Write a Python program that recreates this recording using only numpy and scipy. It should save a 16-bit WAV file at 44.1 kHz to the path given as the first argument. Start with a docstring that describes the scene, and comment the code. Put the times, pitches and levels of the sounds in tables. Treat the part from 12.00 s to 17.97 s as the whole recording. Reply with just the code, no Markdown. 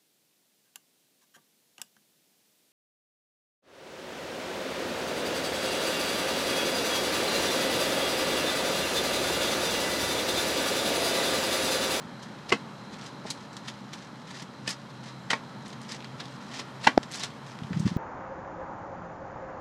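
"""Hollow workshop air and a faint distant hum, heard on a handheld camera moved about under a parked truck.
Right at the microphone the plastic case clicks and knocks as it shifts, and the grip rubs, catches
and squeaks on it. A very faint high whine passes twice. Through the camera body come a light touch,
later one hard tap on the microphone and, near the end, soft thumps of the hand against the case."""
import sys
import numpy as np
from scipy import signal
from scipy.fft import rfft, irfft, next_fast_len
from scipy.io import wavfile

SR = 44100
rng = np.random.default_rng(int(sys.argv[2]) if len(sys.argv) > 2 else 0)


def waveform_to_disk(signal):
    """Save audio, clipped to [-1, 1], as 16-bit WAV at the path in sys.argv[1]."""
    frames = np.transpose(np.atleast_2d(signal))
    scaled = np.clip(frames, -1, 1) * 32767
    samples = np.round(scaled).astype(np.int16)
    wavfile.write(sys.argv[1], SR, samples)


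N = 263277
TIME = np.arange(N) / SR
NEAR = np.arange(-SR // 25, SR // 5) / SR   # seconds around one contact

# The plastic case around the microphone. Each row: resonance in Hz, width in Hz, boost in dB.
CASE_RESONANCES = [(250, 110, 7), (862, 120, 1), (1130, 8.1, 6.5), (1404, 47, 4), (1760, 150, 4),
                   (1975, 330, 6.5), (2380, 210, 1), (2540, 130, 0), (3137, 25, 4), (3960, 250, 0),
                   (4990, 57, 4.5)]


def from_db(db):
    """Decibels to gain."""
    return 10 ** (np.asarray(db) / 20)


def rms_one(x):
    """Scale to rms 1."""
    return x / np.sqrt(np.mean(x ** 2) + 1e-20)


def add(track, s, sound):
    """Lay one contact into the track at s seconds."""
    at = round(s * SR) + np.round(NEAR * SR).astype(int)
    inside = (at >= 0) & (at < N)
    track[at[inside]] += sound[inside]


def drift(rate):
    """A random wander of spread about 1, turning about rate times a second."""
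    return np.interp(TIME * rate, np.arange(N // 10), rng.standard_normal(N // 10))


def band(x, hz, width_hz):
    """Ring one resonance, with gain 1 at its peak."""
    r = np.exp(-np.pi * width_hz / SR)
    feedback = [1, -2 * r * np.cos(2 * np.pi * hz / SR), r * r]
    return signal.lfilter(np.array([1, 0, -1]) * (1 - r * r) / 2, feedback, x)


def band_noise(samples, hz, width_hz):
    """White noise passed twice through one resonance."""
    return band(band(rng.standard_normal(samples), hz, width_hz), hz, width_hz)


def resonate(x, resonances):
    """Pass sound through a body that lifts or swallows certain bands."""
    for hz, width_hz, boost_db in resonances:
        x = x + (from_db(boost_db) - 1) * band(x, hz, width_hz)
    return x


def coloured(x, colour, bass_db=0, treble_db=0, bass_hz=550, treble_hz=2800):
    """Give steady noise a spectrum, with a shelf at each end; rms 1."""
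    size = next_fast_len(len(x))
    hz = np.maximum(np.arange(size // 2 + 1) * SR / size, 1)
    points = np.array(colour)
    db = np.interp(np.log(hz), np.log(points[:, 0]), points[:, 1])
    db = db + bass_db / (1 + (hz / bass_hz) ** 4) + treble_db / (1 + (treble_hz / hz) ** 4)
    return rms_one(irfft(rfft(x, size) * from_db(db), size)[:len(x)])


def burst(noise, shape):
    """Noise under an envelope, scaled to the rms of that envelope."""
    return rms_one(noise * shape) * np.sqrt(np.mean(shape ** 2))


def slip(noise, swell_s, fall_s, tail_db, tail_s):
    """A rush of tiny slips builds up, lets go and leaves a weaker rattle behind."""
    after = np.maximum(NEAR, 0)
    rise = np.exp(np.minimum(NEAR, 0) / swell_s)
    decay = np.exp(-after / fall_s) + from_db(tail_db) * np.exp(-after / tail_s)
    return burst(noise, rise * decay)


def workshop(hum_waver_db=3.0, hum_wander_rad=1.2, hiss_waver_db=2.0):
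    """The room from under the truck: hollow air, low rumble, distant machinery and a narrow hiss."""
    # Spectrum of the air. Each row: frequency in Hz, relative level in dB.
    air_colour = [(25, -37), (60, -16.5), (90, -18), (130, 1), (170, -4), (225, -2), (350, -12), (450, -12),
                  (680, -14.5), (900, -10), (1400, -14.5), (2400, -25), (5000, -31.5), (12000, -47.5),
                  (15000, -61)]
    # Its hollow resonances. Each row: frequency in Hz, width in Hz, boost in dB.
    hollows = [(568.4, 8.1, 7.5), (876, 7.6, 3), (1220, 53, -1), (1320, 11, 3), (1470, 49, 0),
               (1710, 42, 2), (3230, 170, 5.5)]
    # Tones of the far machinery. Each row: pitch in Hz, relative level in dB.
    hum_tones = [(131, 0.5), (225, -9)]
    # Peaks of the hiss. Each row: frequency in Hz, filter width in Hz, relative level in dB.
    hiss_peaks = [(3850, 220, -4), (4070, 280, 0)]
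    # Each layer as the microphone turns. Each row: time in seconds, relative level in dB.
    air_levels = [(0.0, -42), (0.97, -42.5), (2.39, -45), (4.87, -41.5), (4.99, -43), (5.6, -42.5)]
    rumble_levels = [(0, -50), (1.5, -51), (2.7, -50), (4.0, -51.5), (4.8, -56.5), (5.6, -52.5)]
    hum_levels = [(0, -76), (1.4, -51), (2.3, -60), (3.95, -48), (4.5, -52.5), (5.6, -55.5)]
    hiss_levels = [(0, -62.5), (2.6, -62), (3.6, -63), (5.6, -66.5)]
    curves = (air_levels, rumble_levels, hum_levels, hiss_levels)
    air_db, rumble_db, hum_db, hiss_db = (np.interp(TIME, *np.transpose(curve)) for curve in curves)
    air = from_db(air_db - 1.5) * resonate(coloured(rng.standard_normal(N), air_colour), hollows)
    rumble = from_db(rumble_db) * rms_one(band_noise(N, hz=188.7, width_hz=117))
    hum = np.zeros(N)
    for hz, db in hum_tones:
        gain = from_db(hum_db + db + hum_waver_db * drift(6.5))
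        hum += gain * np.sqrt(2) * np.sin(2 * np.pi * hz * TIME + hum_wander_rad * drift(15))
    peaks = sum(from_db(db) * band_noise(N, hz, width) for hz, width, db in hiss_peaks)
    hiss = from_db(hiss_db + hiss_waver_db * drift(9)) * rms_one(peaks)
    return air + rumble + hum + hiss


def clicks(ticks_per_s=1.5, grain_db=6.5, variety_db=2.0, crack_s=0.00018):
    """Small bright slips along the seams of the case, close up, each with a colour of its own."""
    # Each row: time in seconds, relative level in dB, shelf on lows and mids in dB, swell in seconds.
    seam_slips = [(0.229, -46.5, -8, 0.0044), (0.494, -37, -1, 0.0039), (0.504, -37.5, 10, 0.0026),
                  (1.064, -45.5, -9, 0.0043), (1.306, -29.5, -15.5, 0.002), (1.5672, -39.5, -8, 0.00047),
                  (1.684, -36.5, -1, 0.0046), (1.935, -40.5, 2, 0.0048), (2.308, -45.5, 1, 0.0075),
                  (2.422, -42.5, -4, 0.0014), (2.662, -45, 17, .001), (2.692, -35, -34, 0.0017),
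                  (2.706, -35, -28, 0.0018), (3.729, -44.5, 2, 0.0013), (4.204, -42, 12, 0.006),
                  (4.596, -37, 3, 0.0035), (4.846, -34, 2.5, 0.0075), (5.031, -39, 1.5, 0.00087),
                  (5.236, -29.5, -3.5, 0.0027), (5.589, -46, 5, 0.00053), (5.731, -41, 17, 0.0026),
                  (5.797, -48, -35, 0.0042), (5.877, -39.5, 9, 0.0044)]
    # Spectrum common to all clicks. Each row: frequency in Hz, relative level in dB.
    colour = [(100, 2.5), (400, 3.5), (900, 5.5), (2000, 0), (3500, 8), (5500, 4), (8000, -4),
              (11000, -17.5), (15000, -34)]
    # faint ticks come by chance as the case settles
    ticks = [(s, -57, 0, 0.0006) for s in TIME[rng.random(N) < ticks_per_s / SR]]
    colour_hz = np.geomspace(500, 15000, num=50)
    out = np.zeros(N)
    for s, db, shelf_db, swell in seam_slips + ticks:
        fall = 0.0028 + 1.04 * swell   # a click that builds slowly also dies slowly
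        white, sizes = rng.standard_normal((2, len(NEAR)))
        own_colour = np.column_stack([colour_hz, rng.normal(0, variety_db, len(colour_hz))])
        grains = coloured(white * from_db(grain_db * sizes), own_colour)
        noise = coloured(grains, colour, shelf_db, bass_hz=3440)
        rattle = slip(noise, swell, fall, tail_db=-6, tail_s=3.65 * fall)
        # the moment of letting go is a tiny crack
        crack = coloured(sizes, colour, shelf_db, treble_db=-16, treble_hz=10000)
        crack *= from_db(-1) * np.exp(-np.abs(NEAR) / crack_s)
        add(out, s, from_db(db - 1) * (rattle + crack))
    return resonate(out, CASE_RESONANCES)


def knocks(driven_db=2.0):
    """The case snaps under the grip: a short rattle, and the modes of the place that gave way."""
    # Each row: time in seconds, relative level, bass shelf and treble shelf in dB,
    # swell and fall in seconds, ring gain in dB, place on the case.
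    snaps = [(0.5212, -18.5, -7, -8, 0.0012, 0.0018, -7, "panel"),
             (0.5244, -15, 3, 1, 0.0012, 0.0031, 4.5, "panel"),
             (0.5328, -28, 3, 1, 0.00049, 0.0062, -7, "panel"),
             (2.6768, -23.5, 3, 19, 0.0002, 0.0037, -1, "rim"),
             (3.3055, -20.5, -9.5, 5.5, 0.0019, 0.0045, -1.5, "latch"),
             (3.3122, -23.5, -8, 5, 0.0013, 0.0048, -6, "latch"),
             (3.3330, -21.5, -7.5, -3.5, 0.0014, 0.0031, 0.5, "seam"),
             (4.8734, -11.5, -2, -6, 0.0022, 0.0036, 2.5, "shell")]
    # Spectrum of the rattle. Each row: frequency in Hz, relative level in dB.
    colour = [(40, -48), (100, 0), (200, 5), (400, 0.5), (600, 4.5), (900, 2), (2000, -3), (3200, -2.5),
              (5500, -9.5), (8000, -17.5), (12000, -36), (16000, -66)]
    # Modes of each place. Each row: pitch in Hz, relative level in dB, decay in seconds.
    panel = [(266, -7.5, 0.014), (372, -1.5, 0.0044), (465, -13.5, 0.01), (668, -15.5, 0.012),
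             (1106, -8, 0.0071), (1310, -18, 0.011), (2065, -12, 0.01), (2260, -16, 0.007),
             (2550, -17, 0.014), (2630, -15.5, 0.012), (2870, -10, 0.0034), (3046, -17, 0.011),
             (4070, -27, 0.011)]
    seam = [(460, -15.5, 0.013), (572, -12.5, 0.019), (908, -7, 0.011), (1087, -9, 0.018),
            (1370, -16, 0.0096), (1900, 5, 0.0023), (2140, -6, .006), (2300, -10, 0.014),
            (2520, -12, 0.0078), (3550, -19, .007), (3930, -20, 0.0099)]
    latch = [(790, -18, 0.016), (1460, -13, 0.011), (1860, -1, 0.0055), (3114, -7, 0.007), (3680, -9, .005),
             (3840, -14, .008), (4830, -21, .009)]
    shell = [(287, -13.5, 0.014), (885, 3.5, 0.0017), (1104, -11, 0.0078), (1460, -9, 0.0074),
             (1654, -9, 0.0045), (1970, -10.5, 0.01), (2355, -16.5, 0.015), (2740, -8, 0.0025),
             (3030, -13.5, 0.008), (4160, -18.5, 0.0079), (5470, -17, 0.0015)]
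    rim = [(1760, -7, 0.0063), (2200, -17, .005), (2520, -8, 0.0081), (2710, -8, .005), (2950, -8, 0.0053)]
    # Bands between each place's modes, nearly all dips. Each row: centre in Hz, width in Hz, gain in dB.
    dead_spots = {"panel": [(1830, 250, -11), (2400, 120, -9), (3680, 310, -7)], "seam": [(1500, 340, 1.5),
                  (2770, 220, -10)], "latch": [(1150, 200, -6), (2330, 250, -7)], "shell": [(530, 180, -4),
                  (1270, 220, -11), (2560, 150, -4)], "rim": [(1300, 600, -12), (3960, 580, -16)]}
    modes = {"panel": panel, "seam": seam, "latch": latch, "shell": shell, "rim": rim}
    rattle, rings = np.zeros(N), np.zeros(N)
    for s, db, bass_db, treble_db, swell, fall, ring_db, place in snaps:
        noise = coloured(rng.standard_normal(len(NEAR)), colour, bass_db, treble_db)
        snap = slip(noise, swell, fall, tail_db=-10, tail_s=6.2 * fall)
        add(rattle, s, from_db(db - 4) * resonate(snap, dead_spots[place]))
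        # the modes swing harder while the snap still drives them
        drive = from_db(db + ring_db + driven_db * np.exp(-(NEAR / fall) ** 2))
        for hz, mode_db, decay in modes[place]:
            shape = drive * np.exp(np.minimum(NEAR / swell, -NEAR / decay))
            add(rings, s, from_db(mode_db) * shape * np.cos(2 * np.pi * (hz * NEAR + rng.random())))
    return resonate(rattle, CASE_RESONANCES) + rings


def stroke(start, length, db, attack_s=0.011, release_s=0.026):
    """Pressure of one stroke: the grip takes hold, stays and lets go."""
    t = TIME - start
    return from_db(db) * np.exp(np.minimum(t, 0) / attack_s - np.maximum(t - length, 0) / release_s)


def rubbing(grains_per_s=3500, sticks_per_s=60, stick_s=0.00069, creep_db=-60.5, uneven_db=2.5):
    """The grip slides on the case in dense, uneven grains; between strokes it barely creeps."""
    # Each row: start in seconds, length in seconds, relative level in dB.
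    strokes = [(0.937, 0.0079, -47.5), (0.997, .07, -48), (1.27, 0.015, -41), (1.374, 0.064, -54.5),
               (1.657, 0.032, -50.5), (1.95, 0.089, -55), (2.277, 0.011, -51), (2.35, 0.05, -45.5),
               (2.676, 0.025, -37.5), (3.046, 0.039, -47), (3.663, 0.04, -51.5), (3.812, 0.033, -52.5),
               (3.895, 0.045, -41.5), (4.187, 0.17, -57), (4.415, 0.1, -54), (4.526, 0.063, -41.5),
               (4.808, 0.079, -54), (5.118, 0.12, -41), (5.468, 0.056, -51.5), (5.75, 0.088, -52),
               (5.863, 0.036, -45.5)]
    # Spectrum of skin sliding on plastic. Each row: frequency in Hz, relative level in dB.
    colour = [(100, -18), (400, -4.5), (900, 0.5), (2000, -1.5), (3500, 3), (5500, 1), (8000, -7.5),
              (11000, -22), (15000, -47)]
    grains = (rng.random(N) < grains_per_s / SR) * rng.standard_normal(N)
    friction = rms_one(grains) + from_db(-4) * rng.standard_normal(N)
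    # the skin sticks and frees itself in gritty little surges
    sticks = (rng.random(N) < sticks_per_s / SR) * rng.random(N)
    surges = signal.lfilter([1], [1, -np.exp(-1 / (stick_s * SR))], sticks + 1e-18)
    rub = rms_one(resonate(coloured(friction * (1 + surges), colour), CASE_RESONANCES))
    pressure = np.sqrt(from_db(creep_db) ** 2 + sum(stroke(*row) ** 2 for row in strokes))
    return pressure * from_db(uneven_db * drift(120) - 0.5) * rub


def catches(top_cut_hz=8500):
    """The grip catches and snaps free: one abrupt slip, a crisp tick around a pitch of its own."""
    # Each row: time in seconds, relative level in dB, pitch in Hz.
    releases = [(1.013, -36.5, 3750), (1.042, -45, 5700), (1.531, -41, 4940), (1.5668, -35.5, 4950),
                (1.934, -37.5, 7600), (2.3695, -43.5, 5000), (2.380, -45, 5500), (2.4222, -44, 6000),
                (2.6767, -37, 3340), (2.6928, -30, 8000), (2.699, -33, 4000), (3.6625, -40, 2980),
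                (3.681, -41, 6850), (3.817, -41, 6500), (3.83, -45, 5500), (3.8955, -46, 4800),
                (3.91, -42, 4900), (3.9204, -27.5, 4300), (3.937, -49, 4000), (4.0057, -37, 2260),
                (4.025, -39, 2500), (4.045, -32, 2500), (4.073, -51, 3280), (4.2019, -31, 2820),
                (4.2055, -30, 3100), (4.256, -38, 3480), (4.283, -45, 4000), (4.5934, -41.5, 2610),
                (4.601, -35, 4000), (5.1152, -39, 6500), (5.1213, -32, 7040), (5.138, -35.5, 3900),
                (5.144, -29.5, 4200), (5.155, -32, 6000), (5.1575, -33, 5900), (5.1737, -37, 6000),
                (5.1968, -31, 5500), (5.231, -31, 3370), (5.304, -42, 3000), (5.635, -38.5, 3060),
                (5.732, -41, 2200), (5.7965, -36.5, 6860), (5.876, -33, 3500)]
    out = np.zeros(N)
    for s, db, hz in releases:
        noise = rms_one(band_noise(len(NEAR), hz, width_hz=hz))
        tick = slip(noise, swell_s=0.000053, fall_s=0.00068, tail_db=-14, tail_s=0.019)
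        add(out, s, from_db(db) * tick)
    return signal.sosfilt(signal.butter(2, top_cut_hz, fs=SR, output="sos"), out + 1e-18)


def soft_push(hz, length, lead=0, glide=0):
    """A soft contact swells and dies within a few cycles; glide slides its pitch as pressure changes."""
    t = NEAR + lead
    octaves = glide * np.clip(t, -3 * length, 3 * length)
    cycles = hz * t * 2 ** (octaves / 2)
    return -np.cos(2 * np.pi * cycles) / np.cosh(np.clip(2 * t / length, -20, 20))


def taps(dull_hz=720, tick_lead_s=0.000747):
    """Dull taps right on the microphone, carried through the body of the camera."""
    # Each row: time in seconds, relative level in dB, treble slope in dB per octave.
    touches = [(1.2496, -42, -8), (1.2544, -30.5, -19), (1.2592, -32.5, -18), (4.9782, 1.5, 0)]
    # What a tap rings with. Each row: pitch in Hz, relative level in dB, length in seconds.
    modes = [(273, -5, 0.0022), (526, -6.5, 0.001), (715, -1.5, 0.0012), (1380, 0.5, 0.00036)]
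    # Skin meeting plastic: pitch in Hz, relative level in dB, length in seconds.
    skin_tick = (4660, -16.5, 0.00026)
    tick_hz, tick_db, tick_length = skin_tick
    out = np.zeros(N)
    for s, db, slope_db in touches:
        for hz, mode_db, length in modes:
            # a gentle touch hardly wakes the higher modes
            dulling_db = slope_db * max(np.log2(hz / dull_hz), 0)
            add(out, s, from_db(db + mode_db + dulling_db) * soft_push(hz, length))
        # the first touch ticks just ahead of the full push
        tick_gain = from_db(db + tick_db + slope_db * np.log2(tick_hz / dull_hz))
        add(out, s, -tick_gain * soft_push(tick_hz, tick_length, tick_lead_s))
    return out


def squeaks(swell_s=0.00088):
    """Skin chatters on the plastic beside the microphone, in short rough chirps."""
    # Each row: time in seconds, level in dB, pitch in Hz, fall in seconds.
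    chirps = [(2.705, -32.5, 5120, 0.011), (4.5575, -46, 5600, .005), (5.138, -37, 4100, .008),
              (5.1845, -38, 4800, 0.0037), (5.211, -38, 4000, .018)]
    out = np.zeros(N)
    for s, db, hz, fall in chirps:
        noise = band_noise(len(NEAR), hz, width_hz=840)
        shape = np.exp(np.minimum(NEAR / swell_s, -NEAR / fall))
        add(out, s, from_db(db) * burst(noise, shape))
    return out


def whine(wander_rad=3.8):
    """A very faint high tone fades in and out, perhaps the lens focusing."""
    # Each row: midpoint in seconds, length in seconds, pitch in Hz, level in dB.
    swells = [(3.252, .14, 7500, -73), (5.04, 0.24, 7400, -72)]
    phase = wander_rad * drift(40)
    out = np.zeros(N)
    for s, length, hz, db in swells:
        fade = np.exp(-(2 * (TIME - s) / length) ** 2)
        out += from_db(db) * np.sqrt(2) * fade * np.sin(2 * np.pi * hz * TIME + phase)
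    return out


def thumps(flex_db=-18):
    """The hand bumps the case softly; the flexing plastic adds a weaker, shorter overtone."""
    # Each row: time in seconds, level in dB, pitch in Hz, length in seconds, glide in octaves a second.
    bumps = [(5.623, -25.5, 162, 0.0041, 0), (5.649, -28.5, 137, 0.0069, -10),
             (5.710, -23.5, 183, 0.0049, -12), (5.721, -25.5, 173, 0.0055, 0), (5.748, -28, 120, 0.011, 13),
             (5.772, -18, 163.5, 0.0098, -23), (5.8045, -17, 160, 0.0068, 20),
             (5.829, -25, 181, 0.011, -17), (5.857, -14, 147.5, 0.0062, 12),
             (5.867, -12.5, 190, 0.0042, 13), (5.882, -26, 130, 0.0065, 0), (5.918, -22, 177, 0.0067, 27),
             (5.930, -30, 160, 0.0044, 0), (5.966, -12.5, 135, 0.002, 7)]
    out = np.zeros(N)
    for s, db, hz, length, glide in bumps:
        overtone = from_db(flex_db) * soft_push(1.84 * hz, 0.72 * length)
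        add(out, s, from_db(db) * (soft_push(hz, length, glide=glide) + overtone))
    return out


def scene():
    """Close handling noise and the room beyond, all at the camera's one microphone."""
    handling = knocks() + clicks() + catches() + squeaks() + rubbing() + taps() + thumps()
    return (handling + workshop() + whine())[None]


def record(dry, overload=0.72, bass_cut_hz=70, top_cut_hz=16200):
    """The microphone overloads and flattens the loudest peaks; the deep bass and the top are cut."""
    flattened = dry / (1 + (dry / overload) ** 8) ** (1 / 8)
    thinned = signal.sosfilt(signal.butter(1, bass_cut_hz, "high", fs=SR, output="sos"), flattened)
    return signal.sosfilt(signal.cheby2(12, 60, top_cut_hz, fs=SR, output="sos"), thinned)


dry = scene()
out = record(dry)
waveform_to_disk(out)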